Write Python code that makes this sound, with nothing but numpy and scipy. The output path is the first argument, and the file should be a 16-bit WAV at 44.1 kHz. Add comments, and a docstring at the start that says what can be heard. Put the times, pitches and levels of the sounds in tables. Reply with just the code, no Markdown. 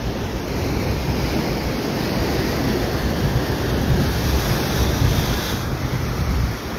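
"""Surf breaks and washes over a rock shelf below a hand-held phone with one microphone.
First a deep roar swells in filtered noise, gusts already thumping the port, and weak fine spray fills in.
Near 4 s rushing wash and fizzing foam, noise grained with tiny clicks, surge up; near 5 s a gust hits hardest.
From about 5.6 s the foam sinks back and the roar ebbs. All along, sliding bands shift the colour of the hiss
as the hand turns the phone along the shore, and narrow gaps open and shut in the treble."""
import sys
import numpy as np
from scipy import signal
from scipy.fft import rfft, irfft, next_fast_len
from scipy.io import wavfile
from scipy.ndimage import uniform_filter1d, map_coordinates

SR = 44100
rng = np.random.default_rng(int(sys.argv[2]) if len(sys.argv) > 2 else 0)


def bounce(signal):
    """Save signal as a 16-bit WAV file at the path given by the first command-line argument."""
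    frames = np.transpose(np.atleast_2d(signal))
    limited = np.clip(frames, -1, 1)
    pcm = np.round(limited * 32767).astype(np.int16)
    wavfile.write(sys.argv[1], SR, pcm)


def nominal_scale(level):
    """Amplitude ratio for a level in decibels (scalar or array-like)."""
    x = np.asarray(level, float) / 20
    return 10 ** x


N = 298998
TIME_S = np.arange(N) / SR
HOP = 128  # samples between spectral frames
LIFT_HZ = 6750  # the top octave partly repeats the band this far below it
USUAL_ROAR_DB, USUAL_FOAM_DB = -26.5, -38  # reference levels of the wave


def surf():
    """Roar, rushing sheet, foam and spray; the last three share one grain and one seethe."""
    seethe = 0.33 * wobble(5.14) + 0.24 * wobble(12) + 0.54 * wobble(20)
    fizz = bursts(count=20000, spread_db=1)
    grain = patchy(patchy_db=0.07, streaky_db=2.5) + 0.25 * fizz
    return roar() + wash(grain, seethe) + foam(grain, seethe) + spray(grain, fizz, seethe)


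# The wave's course as it breaks and runs out; columns: t/s, tumbling water level/dB, foam level/dB
WAVE_COURSE = [(0, -27, -41), (.4, -27.5, -41), (.5, -26.5, -40.5), (.65, -24.5, -39), (1.0, -26, -40.5),
               (1.28, -24, -37.5), (1.6, -25, -39), (2.4, -23, -36.5), (3.1, -24, -38), (3.8, -25, -38),
               (4.0, -24, -37), (4.12, -28, -34.5), (4.5, -25.5, -31.5), (5.05, -27, -34.5),
               (5.2, -27, -32), (5.5, -28, -32.5), (5.61, -31, -35.5), (5.68, -30, -40.2),
               (6.4, -31.5, -40), (6.78, -31, -41.5)]


def wave_levels(t):
    """Levels of tumbling water and foam in dB at times t; every surf layer follows them."""
    return curves(WAVE_COURSE, t)


# Spectrum of the tumbling water; columns: f/Hz, level/dB per Hz
ROAR_SPECTRUM = [(40, -33), (120, -8.5), (220, 0.5), (400, -2), (600, -8.5), (900, -13), (1500, -33),
                 (3000, -50)]


def roar():
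    """The tumbling mass of the breaker: patchy low noise that brightens as the wave spreads into foam."""
    tilt_db_per_oct, tilt_per_foam = 0.47, 0.17

    def tilt(hz, t):
        roar_db, foam_db = wave_levels(t)
        foam_lead_db = (foam_db - USUAL_FOAM_DB) - (roar_db - USUAL_ROAR_DB)
        slope_db = tilt_db_per_oct + tilt_per_foam * foam_lead_db
        return nominal_scale(slope_db * np.log2(np.clip(hz, 150, 1200) / 350))

    roar_db, _ = wave_levels(TIME_S)
    tumble = coloured(patchy(patchy_db=0.82, streaky_db=1.04), ROAR_SPECTRUM)
    return nominal_scale(roar_db) * shaped(tumble, tilt)


# Spectrum of the rushing sheet; columns: f/Hz, level/dB per Hz
WASH_SPECTRUM = [(400, -7), (800, -0.5), (1100, 0.5), (1700, -0.5), (2400, -5.5), (3300, -13.5),
                 (6000, -48)]


def wash(grain, seethe):
    """The rushing sheet: mid-band grain that follows roar and foam and grows as it climbs the shelf."""
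    base_db, nears_db_per_s = -36, 0.316
    per_roar, per_foam = 0.34, 0.47  # dB of wash per dB of each
    roar_db, foam_db = wave_levels(TIME_S)
    level_db = base_db + nears_db_per_s * TIME_S
    level_db += per_roar * (roar_db - USUAL_ROAR_DB) + per_foam * (foam_db - USUAL_FOAM_DB)
    return nominal_scale(level_db + 0.34 * seethe) * coloured(grain, WASH_SPECTRUM)


# Spectrum of the fizzing foam; columns: f/Hz, level/dB per Hz
FOAM_SPECTRUM = [(1500, -34), (2600, -1), (3500, 3), (5600, 4), (6400, 0.5), (7000, -6), (7350, -12),
                 (7480, -34)]


def foam(grain, seethe):
    """Fizzing foam: treble grain of noise and bubble clicks, swelling with the foam and its seethe."""
    _, foam_db = wave_levels(TIME_S)
    return nominal_scale(foam_db + 0.83 * seethe) * coloured(grain, FOAM_SPECTRUM)


# Spectrum of the fine spray; columns: f/Hz, level/dB per Hz
SPRAY_SPECTRUM = [(7350, -50), (7500, -18), (9000, -10), (11000, -5.5), (12500, 1.5), (13400, -5),
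                  (13800, -9), (14150, -14), (14300, -1.5), (15000, -6), (15150, -11), (15700, -12),
                  (15800, -40)]


def spray(grain, fizz, seethe):
    """Fine spray: airy top-octave hiss that follows the foam, starting weaker and filling in over a second."""
    base_db, per_foam = -45, 1.12
    late_db, late_s = 4.5, 0.45  # shortfall at the start and its decay time
    _, foam_db = wave_levels(TIME_S)
    level_db = base_db - late_db * np.exp(-TIME_S / late_s) + per_foam * (foam_db - USUAL_FOAM_DB)
    airy = lifted(grain) + 0.46 * rng.standard_normal(N) + 0.44 * fizz
    flutter_db = 0.95 * seethe + 0.78 * wobble(60)
    return nominal_scale(level_db + flutter_db) * coloured(airy, SPRAY_SPECTRUM)


def bursts(count, spread_db):
    """Bursting foam bubbles: clicks of either sign at random moments, most alike and a few weaker."""
    when, size, sign = rng.random((count, 3)).T
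    level_db = spread_db * np.log(1 - size)
    return unit(np.bincount((when * N).astype(int), np.sign(sign - 0.5) * nominal_scale(level_db), N))


# Spectrum of the thump of air on the port; columns: f/Hz, level/dB per Hz
THUMP_SPECTRUM = [(15, -45), (28, -27), (45, -1.5), (65, 4), (95, -3.5), (150, -11), (400, -43)]
# Spectrum of the higher flutter of faster air; columns: f/Hz, level/dB per Hz
FLUTTER_SPECTRUM = [(50, -26), (90, -7), (125, 1.5), (170, -6), (250, -12.5), (600, -37.5)]
# Uneven breeze on the port, under the single gusts; columns: t/s, level/dB
BREEZE = [(0, -34), (.5, -34), (.62, -26.5), (1.2, -26.5), (1.6, -33), (2.1, -33), (2.45, -28.5),
          (2.8, -31.5), (3.55, -30.5), (3.9, -23), (4.2, -25.5), (4.6, -24.5), (5.1, -23.5), (5.5, -30),
          (5.9, -27.5), (6.1, -30), (6.45, -25), (6.55, -33.5), (6.78, -39)]
# Single gusts; columns: peak t/s, thump level/dB, flutter level/dB over the thump
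GUSTS = [(.07, -20.5, -4.5), (.23, -25, -11), (.36, -23.5, -1), (.6, -24, 2), (.77, -25, 1.2),
         (.9, -22.5, 1), (1.0, -20, -8), (1.24, -22, -1.5), (1.34, -25.5, -3), (1.51, -26, -12),
         (1.66, -26, -3), (2.21, -22, -4), (2.42, -25, -5), (2.83, -25, -9), (2.95, -24, -1),
         (3.06, -19, -9), (3.25, -19, -2), (3.36, -20.5, 1.5), (3.68, -21, -4), (3.81, -18, -1.5),
         (3.88, -22, 2.5), (3.95, -24, 6), (4.0, -22, 9.5), (4.08, -17, -7.5), (4.3, -19.5, 2),
         (4.36, -20, 1), (4.5, -22.5, 0), (4.7, -24, -8), (4.82, -19.5, -1.5), (4.9, -19.5, -2.5),
         (5.03, -14.5, -6), (5.12, -22.5, 3), (5.19, -21, 0), (5.34, -18.5, -6), (5.55, -21.5, -1),
         (5.95, -23.5, 7), (6.02, -25, -6), (6.21, -18.5, -5), (6.31, -17.5, -14), (6.38, -16.5, -4.5),
         (6.44, -18, -10), (6.67, -28, -4)]


def wind():
    """Eddies push on the port in lumps over an uneven breeze; faster air adds a higher flutter."""
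    rise_db_per_s, fall_db_per_s = 280, 220
    lull_db, breeze_flutter_db = 1.8, 0.6  # how far the breeze wavers; its flutter over its thump
    t = np.arange(0, N + HOP, HOP) / SR
    peak_s, gust_db, flutter_db = np.transpose(GUSTS)[:, :, None]
    below_peak_db = np.maximum(rise_db_per_s * (peak_s - t), fall_db_per_s * (t - peak_s))
    gusts = nominal_scale(gust_db - below_peak_db)
    breeze = nominal_scale(curves(BREEZE, t)[0] + lull_db * np.interp(t, TIME_S, wobble(14)))
    # the strongest push at each moment wins
    low = np.maximum(breeze, gusts.max(axis=0))
    high = np.maximum(breeze * nominal_scale(breeze_flutter_db), (gusts * nominal_scale(flutter_db)).max(axis=0))
    low, high = (np.interp(TIME_S, t, level) for level in (low, high))
    thump = evened(coloured(rng.standard_normal(N), THUMP_SPECTRUM), share=0.43)
    flutter = evened(coloured(rng.standard_normal(N), FLUTTER_SPECTRUM), share=0.33)
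    return nominal_scale(1.2 * wobble(30)) * (low * thump + high * flutter)


# Bands that reflections off hand and body lift or cancel while a hold lasts;
# columns: start t/s, end t/s, start f/Hz, end f/Hz, level/dB
HOLDS = [(0.53, 1.72, 2310, 2270, 5.5), (1.84, 4.302, 1980, 1630, 4), (4.5, 5.6, 1620, 1700, 2),
         (5.56, 7.9, 1300, 1200, 4.5), (.22, .55, 4600, 3550, -7.5), (.55, .93, 3500, 3330, -6.5),
         (1.0, 2.6, 3700, 3200, -2), (2.74, 4.1, 2440, 2400, -2.5), (4.19, 6.9, 2960, 2860, -4.5),
         (0, .95, 5400, 5600, 1.8), (1.6, 3.0, 2300, 2250, 1.6), (.95, 2.25, 5150, 4850, 5.5),
         (1.2, 2.3, 4420, 4130, 3.5), (1.2, 2.3, 5550, 5350, 2), (2.2, 3.3, 4650, 4500, 4.5),
         (0, 1.06, 4100, 4100, 3), (2.3, 2.9, 5100, 5400, 3), (3.44, 3.9, 3400, 3600, 1.5),
         (4.702, 5.5, 3500, 3480, 3), (5.2, 5.6, 3460, 3520, 2.5), (5.56, 5.72, 2950, 2950, -4),
         (5.5, 5.78, 2100, 2050, -5.5), (3.3, 4.2, 4800, 4830, 1.5), (4.49, 5.6, 5400, 6340, 2),
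         (5.5, 6.047, 2070, 2160, 3.5), (5.8, 6.9, 2100, 2040, 2.5), (5.8, 6.9, 5640, 5600, 2.8),
         (6.0, 6.9, 3500, 3500, -2.5), (4.2, 5.7, 4400, 4200, -1.5)]


def grip(x):
    """Short reflections lift or cancel bands; each fades in, slides as the phone turns, and fades out."""
    fade_share = 0.25  # fade time over the length of the hold
    width_hz, width_per_hz = 170, 0.014  # the bands widen with frequency

    def colour(hz, t):
        level_db = np.zeros((len(hz), len(t)))
        for start, end, from_hz, to_hz, band_db in HOLDS:
            edge_s = np.minimum(t - start, end - t)
            held = np.clip(edge_s / (fade_share * (end - start)) + 0.5, 0, 1)
            on = held > 0
            centre_hz = np.interp(t[on], [start, end], [from_hz, to_hz])
            offset = (hz - centre_hz) / (width_hz + width_per_hz * centre_hz)
            level_db[:, on] += band_db * held[on] * np.exp(-0.5 * offset ** 2)
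        return nominal_scale(level_db)

    return shaped(x, colour)


# Three states of the treble gap, which reaches from the edge up to the first row's edge;
# columns: share of the time [0-1], edge f/Hz
GAP_EDGES = [(.4, 7450), (.5, 7100), (.1, 6600)]


def treble_gaps(x):
    """Gaps open and shut at the edge of the core band and, less deep, LIFT_HZ higher; nothing passes the top."""
    top_hz = 15760
    share, edges_hz = np.transpose(GAP_EDGES)

    def gate(hz, t):
        drift = uniform_filter1d(uniform_filter1d(rng.standard_normal(len(t)), size=20), size=10)
        state = np.searchsorted(np.quantile(drift, np.cumsum(share)[:-1]), drift)

        def gap(f):
            return (f > edges_hz[state]) & (f < edges_hz[0])

        copy_gain = 1 - 0.9 * gap(hz - LIFT_HZ)
        return ~gap(hz) * copy_gain * (hz < top_hz)

    return shaped(x, gate, size=8)


def patchy(patchy_db, streaky_db):
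    """White noise varying in broad patches and in narrow, short streaks (rms depths in dB)."""
    def field(hz, t):
        broad, narrow = rng.standard_normal((2, len(hz), len(t)))
        broad = uniform_filter1d(uniform_filter1d(broad, size=10, axis=0), size=30, axis=1)
        narrow = uniform_filter1d(narrow, size=20, axis=1)
        return nominal_scale(patchy_db * unit(broad) + streaky_db * unit(narrow))

    return shaped(rng.standard_normal(N), field, size=8)


def lifted(x):
    """x with every frequency raised by LIFT_HZ, by turning its analytic signal."""
    analytic = signal.hilbert(x, next_fast_len(N))[:N]
    return np.real(analytic * np.exp(2j * np.pi * LIFT_HZ * TIME_S))


def evened(x, share):
    """Narrow noise with a share of its own beating taken out, so that it swings more like a tone."""
    swing = np.abs(signal.hilbert(x, next_fast_len(N))[:N])
    return unit(x / (swing + 0.23) ** share)


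def unit(x):
    """Scale to rms 1."""
    return x / np.sqrt(np.mean(np.abs(x) ** 2) + 1e-20)


def along(points, hz):
    """Gain of (f/Hz, level/dB) points on a log axis, practically silent outside them."""
    f, db = np.transpose(points)
    return nominal_scale(np.interp(np.log(hz + 1), np.log(f + 1), db, -120, -120))


def curves(rows, t):
    """Each column after the time, read at times t."""
    s, *cols = np.transpose(rows)
    return [np.interp(t, s, c) for c in cols]


def wobble(rate):
    """A smooth random curve, rate knots a second."""
    knots = rng.standard_normal(int(N * rate / SR) + 4)
    return map_coordinates(knots, [np.arange(N) * rate / SR])


def coloured(x, spectrum):
    """x through a spectrum, at rms 1."""
    m = next_fast_len(N + 8192)  # padded against wrap-around
    gain = along(spectrum, np.fft.rfftfreq(m, 1 / SR))
    return unit(irfft(rfft(x, m) * gain, m)[:N])


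def shaped(x, gain, size=4):
    """x times a gain of frequency and time; size sets the window in hops."""
    frame = dict(nperseg=size * HOP, noverlap=(size - 1) * HOP)
    hz, t, z = signal.stft(x, SR, **frame)
    return signal.istft(z * gain(hz[:, None], t), SR, **frame)[1][:N]


def scene():
    """Surf coloured by the grip, wind straight on the port; the same in both channels."""
    mono = grip(surf()) + wind()
    return np.array([mono, mono])


def band_limit(x):
    """A steep low-pass at the top of the band."""
    return signal.sosfilt(signal.butter(12, 15900, fs=SR, output="sos"), x)


def record(dry):
    """One microphone: its signal, with gaps in the treble, goes alike to both channels."""
    mono = treble_gaps(dry[0])
    return band_limit(np.array([mono, mono]))


dry = scene()
out = record(dry)
bounce(out)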